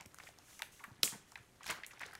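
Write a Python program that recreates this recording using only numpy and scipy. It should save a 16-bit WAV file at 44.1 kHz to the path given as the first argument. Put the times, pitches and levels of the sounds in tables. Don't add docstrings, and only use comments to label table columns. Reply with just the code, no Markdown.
import sys
import numpy as np
from scipy import signal
from scipy.fft import rfft, irfft
from scipy.io import wavfile
from scipy.ndimage import uniform_filter1d, map_coordinates

SR = 44100
rng = np.random.default_rng(int(sys.argv[2]) if len(sys.argv) > 2 else 0)


def generate_wav(signal):
    frames = np.transpose(np.atleast_2d(signal))
    scaled = np.clip(frames, -1, 1) * 32767
    pcm = np.round(scaled).astype(np.int16)
    wavfile.write(sys.argv[1], SR, pcm)


def voltage_ratio(level):
    return 10 ** (np.asarray(level, float) / 20)


N = 96579

# (frequency [Hz], level [dB per Hz])
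SNAP_COLOUR = [(500, -25), (1300, -21), (2600, 6), (3760, 3), (4800, 1), (5880, 3.5), (8660, -6),
               (11600, 0.5), (16500, -14)]
# (delay [s], level [dB], pitch [Hz])
SNAP_ECHOES = [(-.004, -40, 7000), (-.002, -30, 5000), (-.0007, -22, 6000), (.0041, -19, 6500),
               (.0062, -22, 12000), (.0091, -18, 3600), (.0104, -14, 8500), (.0154, -20, 11000),
               (.0163, -17, 8500), (.0255, -16, 12000), (.04, -23, 9500)]
# (time [s], peak [dB], pitch [Hz])
GLUE_TICKS = [(0.0096, -39.5, 5930), (0.06, -39.5, 6600), (0.12, -56, 7110), (0.1445, -39.5, 8000),
              (0.186, -41.5, 5300), (0.2358, -48, 4100), (.2398, -52, 4150), (0.2888, -47.5, 4030),
              (0.3866, -44, 5230), (0.5925, -36, 6760), (0.6208, -30.5, 4770), (.6212, -34.5, 9800),
              (0.793, -61, 4500), (0.8415, -43, 10100), (1.3196, -43, 6150), (1.3562, -53, 5500),
              (1.376, -51, 6950)]
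# (time [s], peak [dB], pitch [Hz])
SHEET_FLICKS = [(1.6325, -43, 6100), (1.643, -43, 7360), (1.662, -41, 6640), (1.6665, -39, 5100),
                (1.667, -37.5, 10300), (1.677, -45, 11100), (1.6785, -35, 4640), (1.702, -27.5, 6500),
                (1.7085, -29.5, 9500), (1.71, -30, 6660), (1.8645, -32, 8550), (1.872, -52, 13000),
                (1.983, -55, 6940), (2.01, -42.5, 6960), (1.995, -43.5, 4300), (1.9955, -48, 8900),
                (2.0162, -42.5, 6950), (2.0635, -42, 6560), (2.078, -53, 7500), (2.122, -53, 4300),
                (2.1355, -44, 9200), (2.1523, -37, 5400)]
# (time [s], peak [dB], pitch [Hz], t60 [s])
PLATE_POPS = [(0.001, -53.5, 960, 0.076), (0.011, -50, 930, 0.03), (0.056, -52, 2400, 0.027),
              (0.1443, -46.5, 1260, 0.0066), (0.186, -43, 1480, 0.0063), (0.1995, -46, 960, 0.021),
              (0.236, -52, 547, 0.0091), (0.24, -60, 600, 0.0072), (0.289, -49.5, 770, 0.013),
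              (0.387, -56, 720, 0.0065), (0.5925, -45, 1900, 0.034), (0.6208, -27.5, 1810, 0.0037),
              (0.623, -43, 760, 0.022), (0.629, -41, 2340, 0.031), (0.84, -36, 1760, 0.011),
              (0.843, -46, 1800, 0.069), (0.907, -54.5, 980, 0.016), (1.076, -34, 2300, 0.023),
              (1.123, -47.5, 1060, 0.027), (1.136, -47, 840, 0.061), (1.3208, -50.5, 1040, 0.017),
              (1.3565, -35.5, 2000, 0.024)]
# (time [s], peak [dB], pitch [Hz], t60 [s])
MORE_POPS = [(0.621, -31, 3300, 0.0085), (.842, -43.5, 1020, 0.065), (.0096, -46.5, 2750, 0.01),
             (0.599, -49, 965, 0.035), (1.034, -32.5, 1220, 0.0097), (1.0341, -43.5, 345, 0.012),
             (1.033, -17, 3620, 0.014), (1.3562, -43, 3660, 0.014), (1.358, -49, 870, 0.029),
             (1.835, -42.5, 3340, 0.014), (1.846, -44.5, 3520, 0.024)]
# (time [s], peak [dB], pitch [Hz])
SHEET_POPS = [(1.608, -47.5, 1120), (1.632, -46, 2620), (1.642, -45.5, 1460), (1.661, -45.5, 1120),
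              (1.666, -39, 1930), (1.691, -35.5, 1970), (1.701, -31, 2620), (1.7074, -31.5, 1630),
              (1.726, -37.5, 1140), (1.782, -43, 1320), (1.835, -35.5, 2080), (1.845, -41, 2120),
              (1.9736, -50, 1920), (2.004, -45.5, 1840), (2.008, -38, 1860), (2.015, -39, 1820),
              (2.0209, -36.5, 1840), (2.033, -35, 2000), (2.0344, -38, 1900), (2.1106, -47, 1750),
              (2.1306, -44.5, 1460), (2.152, -42, 1740)]
# (time [s], level [dB])
BEND_LEVEL = [(0, -58.5), (.06, -75.5), (.27, -65.5), (.33, -73), (.6, -69.5), (.8, -79), (.9, -70),
              (1.0, -72), (1.6, -76), (1.61, -64), (1.66, -61.5), (1.7, -43.5), (1.75, -54), (1.82, -64),
              (1.99, -69), (2.02, -50.5), (2.08, -63), (2.19, -64)]
# (time [s], level [dB])
FIZZ_LEVEL = [
    (1.62, -76),
    (1.66, -54.5),
    (1.705, -47),
    (1.74, -60.5),
    (1.85, -95),
    (2.0, -81),
    (2.03, -65.5),
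    (2.19, -72),
]
# (frequency [Hz], level [dB per Hz])
FILM_COLOUR = [(180, -4), (300, -22), (1900, 0.5), (2790, -7.5), (6410, -14), (8500, -35), (9390, -20),
               (16000, -76)]
# (time [s], peak [dB], pitch [Hz], t60 [s])
FILM_RUBS = [(.199, -43.5, 1970, 0.025), (.208, -61, 970, .03), (.268, -44.5, 2030, 0.039),
             (0.297, -54, 2000, 0.026), (0.793, -50.5, 1860, .04), (.8, -52, 1020, 0.17),
             (.836, -44, 1740, 0.045), (1.122, -47.5, 1770, 0.17), (1.14, -55, 520, .1),
             (1.69, -49, 510, 0.15), (1.74, -57.5, 600, 0.16), (1.867, -50, 8900, 0.11),
             (.527, -58, 1920, .03), (1.372, -48, 1300, 0.028), (1.386, -54, 2400, 0.033),
             (1.687, -43, 3770, 0.042), (1.696, -42, 2200, 0.026), (1.908, -47, 2000, 0.036),
             (1.911, -55, 6200, .05), (1.931, -50.5, 1200, 0.028), (1.932, -53, 5040, 0.024),
             (2.007, -46.5, 950, 0.11), (2.054, -47.5, 3930, .04), (2.055, -51, 475, 0.016),
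             (2.082, -48, 1770, 0.025), (2.094, -53, 840, .04)]
# (time [s], level [dB])
SLIDE_LEVEL = [(0, -100), (.1, -83), (.2, -70), (.28, -62.5), (.35, -76.5), (.43, -72.5), (.5, -61.5),
               (.6, -63), (.7, -82), (.725, -61.5), (.78, -64.5), (.86, -69.5), (.9, -79), (1.25, -89),
               (1.285, -69), (1.4, -75.5), (2.19, -84)]
# (frequency [Hz], level [dB per Hz])
SKIN_COLOUR = [(880, -92), (1500, -34), (2800, 4), (4730, -1), (6430, 7), (6960, 5), (12100, -0.5),
               (16000, -7.5)]
# (time [s], peak [dB], pitch [Hz])
TABLE_THUDS = [(.005, -53, 118), (0.057, -51.5, 122), (0.138, -60, 109), (0.28, -65, 126),
               (0.878, -51.5, 180), (.914, -50, 126), (0.989, -55.5, 168), (1.033, -40.5, 195),
               (1.046, -45, 183), (1.125, -45, 159), (1.137, -51.5, 195), (1.153, -49, 152),
               (1.397, -54.5, 120)]
# (frequency [Hz], t60 [s])
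ROOM_DECAY = [(150, 0.15), (1000, 0.3), (3000, 0.36), (7000, 0.3), (14000, 0.25)]
# (frequency [Hz], level [dB])
ROOM_COLOUR = [(150, 5), (1000, -6), (3000, -8), (7000, -3.5), (14000, 2)]
# (frequency [Hz], level [dB per Hz])
AIR_COLOUR = [(18, -34), (30, 38), (115, 7), (374, 4.5), (2010, -9), (4780, -22), (9460, -13.5),
              (13000, -20), (16000, -38)]


def snap():
    snap_s, snap_db = 1.0325, -7.5
    crack = bursts([snap_s, snap_s + 0.0006], [snap_db, snap_db - 10],
                   lambda f: voltage_ratio(along(SNAP_COLOUR, f)), [0.0015, 0.0095], 0.000094, size=1024, kick=2.2)
    body = buckles([snap_s + 0.0013], [-38.5], [600], 0.014)
    delay, db, hz = np.transpose(SNAP_ECHOES)
    echoes = bursts(snap_s + delay, snap_db + db, hump(hz, octaves=0.5, skirt_db=-10),
                    0.0018, 0.0001, size=1024, kick=2.1)
    times, levels_db = np.array([snap_s, snap_s]), np.array([2.5, -26.5])
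    pitches_hz, t60_s = np.array([7430, 12500]), np.array([0.0007, 0.0005])
    pings = rings(times, levels_db, pitches_hz, t60_s, 0.00002, size=256)
    return crack + body + echoes + room(pings)


def ticks(rows):
    s, db, hz = np.transpose(rows)
    return bursts(s, db, hump(hz, octaves=0.37, skirt_db=-5), 0.0079, 0.00028, size=1024, kick=3)


def buckles(s, db, hz, t60):
    return bursts(s, db, hump(hz, octaves=0.27, skirt_db=-13), t60, 0.00079, size=4096, kick=5.5)


def plate():
    return buckles(*np.transpose(np.vstack([PLATE_POPS, MORE_POPS])))


def sheet():
    s, db, hz = np.transpose(SHEET_POPS)
    return buckles(s, db, hz, 0.022) + crinkle()


def crinkle():
    film_db = -4
    texture = grains(1850, count=1800) + voltage_ratio(film_db) * hiss(FILM_COLOUR, patchy_db=6.0)
    bent = voltage_ratio(curve(BEND_LEVEL) + 1.53 * wobble(39.7)) * texture
    fizz = voltage_ratio(curve(FIZZ_LEVEL)) * grains(6140, count=3000)
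    return bent + fizz


def grains(centre_hz, count):
    spread, scatter_db, cycles = 0.49, 4, 3.04
    s = rng.uniform(0, N / SR, count)
    hz = np.clip(centre_hz * np.exp(spread * rng.standard_normal(count)), 800, 15000)
    db = scatter_db * np.clip(rng.standard_normal(count), -2, 2)
    return unit(rings(s, db, hz, 3 * cycles / hz, 0.00004, size=600))


def rubs():
    s, db, hz, t60 = np.transpose(FILM_RUBS)
    return bursts(s, db, hump(hz, octaves=0.28, skirt_db=-11.5), t60, 0.0027, size=4096, kick=0)


def slide():
    return voltage_ratio(curve(SLIDE_LEVEL) + 0.8 * wobble(20)) * hiss(SKIN_COLOUR, patchy_db=0.6)


def thuds():
    s, db, hz = np.transpose(TABLE_THUDS)
    return bursts(s, db, hump(hz, octaves=0.57, skirt_db=-12.5), 0.039, 0.0012, size=8192, kick=2.9)


def room(x):
    room_db, gap_s = -3.5, 0.0079
    hz, t, z = signal.stft(rng.standard_normal(SR // 2), SR, nperseg=256)
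    decay_db = along(ROOM_COLOUR, hz)[:, None] - 60 * t / along(ROOM_DECAY, hz)[:, None]
    tail = signal.istft(z * voltage_ratio(decay_db), SR, nperseg=256)[1]
    tail = tail * (1 - np.exp(-(np.arange(len(tail)) / SR / gap_s) ** 2))
    return voltage_ratio(room_db) * signal.fftconvolve(x, tail / np.linalg.norm(tail))[:N]


def air():
    return voltage_ratio(-68.5 + 0.5 * wobble(6)) * hiss(AIR_COLOUR, patchy_db=0.8)


def bursts(s, db, colour, t60, rise, size, kick):
    t = np.arange(size) / SR
    decay = voltage_ratio(-60 * t / np.reshape(t60, (-1, 1)))
    force = rng.standard_normal((len(s), size)) * decay * (1 - np.exp(-t / rise))
    force += kick * (t == 0)
    response = causal(colour(np.fft.rfftfreq(size, 1 / SR)), size)
    wave = irfft(rfft(force) * response, size)
    return place(np.asarray(s), wave * (voltage_ratio(db) / np.abs(wave).max(axis=1))[:, None])


def rings(s, db, hz, t60, rise, size):
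    t = np.arange(size) / SR
    decay = voltage_ratio(db[:, None] - 60 * t / t60[:, None])
    return place(s, decay * np.sin(2 * np.pi * hz[:, None] * t) * (1 - np.exp(-t / rise)))


def place(s, wave):
    size = wave.shape[1]
    start = np.round(np.clip(s, 0, N / SR) * SR).astype(int)
    at = start[:, None] + np.arange(size)
    return np.bincount(at.ravel(), wave.ravel(), N + size + 1)[:N]


def hump(hz, octaves, skirt_db):
    def colour(f):
        away = np.log2((f + 1) / np.asarray(hz)[:, None]) / octaves
        return np.exp(-0.5 * away ** 2) + voltage_ratio(skirt_db) * np.exp(-0.5 * (away / 3) ** 2)
    return colour


def causal(gain, size):
    cepstrum = irfft(np.log(gain + 1e-4), size)
    cepstrum[..., 1:size // 2] *= 2
    cepstrum[..., size // 2 + 1:] = 0
    return np.exp(rfft(cepstrum))


def hiss(spectrum, patchy_db):
    hz, _, z = signal.stft(rng.standard_normal(N + 1024), SR, nperseg=512)
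    field = uniform_filter1d(rng.standard_normal(z.shape), size=6, axis=0)
    field = uniform_filter1d(field, size=5, axis=1)
    colour_db = np.where(hz < spectrum[0][0], -120, along(spectrum, hz))
    patches = voltage_ratio(colour_db[:, None] + patchy_db * unit(field))
    return unit(signal.istft(z * patches, nperseg=512)[1][:N])


def wobble(rate):
    knots = rng.standard_normal(int(N * rate / SR) + 4)
    return map_coordinates(knots, [np.arange(N) * rate / SR])


def curve(rows):
    return np.interp(np.arange(N) / SR, *np.transpose(rows))


def along(points, hz):
    f, v = np.transpose(points)
    return np.interp(np.log(hz + 1), np.log(f + 1), v)


def unit(x):
    return x / np.sqrt(np.mean(x ** 2) + 1e-20)


def scene():
    sends = [(ticks(GLUE_TICKS), -3.5), (ticks(SHEET_FLICKS), -9), (plate(), -2), (sheet() + rubs(), -2)]
    close = snap() + slide() + thuds()
    for sound, send_db in sends:
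        close = close + sound + voltage_ratio(send_db) * room(sound)
    close = signal.sosfilt(signal.butter(2, 60, "high", fs=SR, output="sos"), close)
    return (close + air())[None]


def top_cut(x):
    return signal.sosfilt(signal.butter(12, 17080, fs=SR, output="sos"), x)


def record(dry):
    top_hz, edge_hz, top_db = 15900, 130, -34
    hz = np.fft.rfftfreq(N, 1 / SR)
    shelf_db = top_db * (1 + np.tanh((hz - top_hz) / edge_hz)) / 2
    mix = irfft(rfft(dry) * voltage_ratio(shelf_db), N)
    return top_cut(mix)


dry = scene()
out = record(dry)
generate_wav(out)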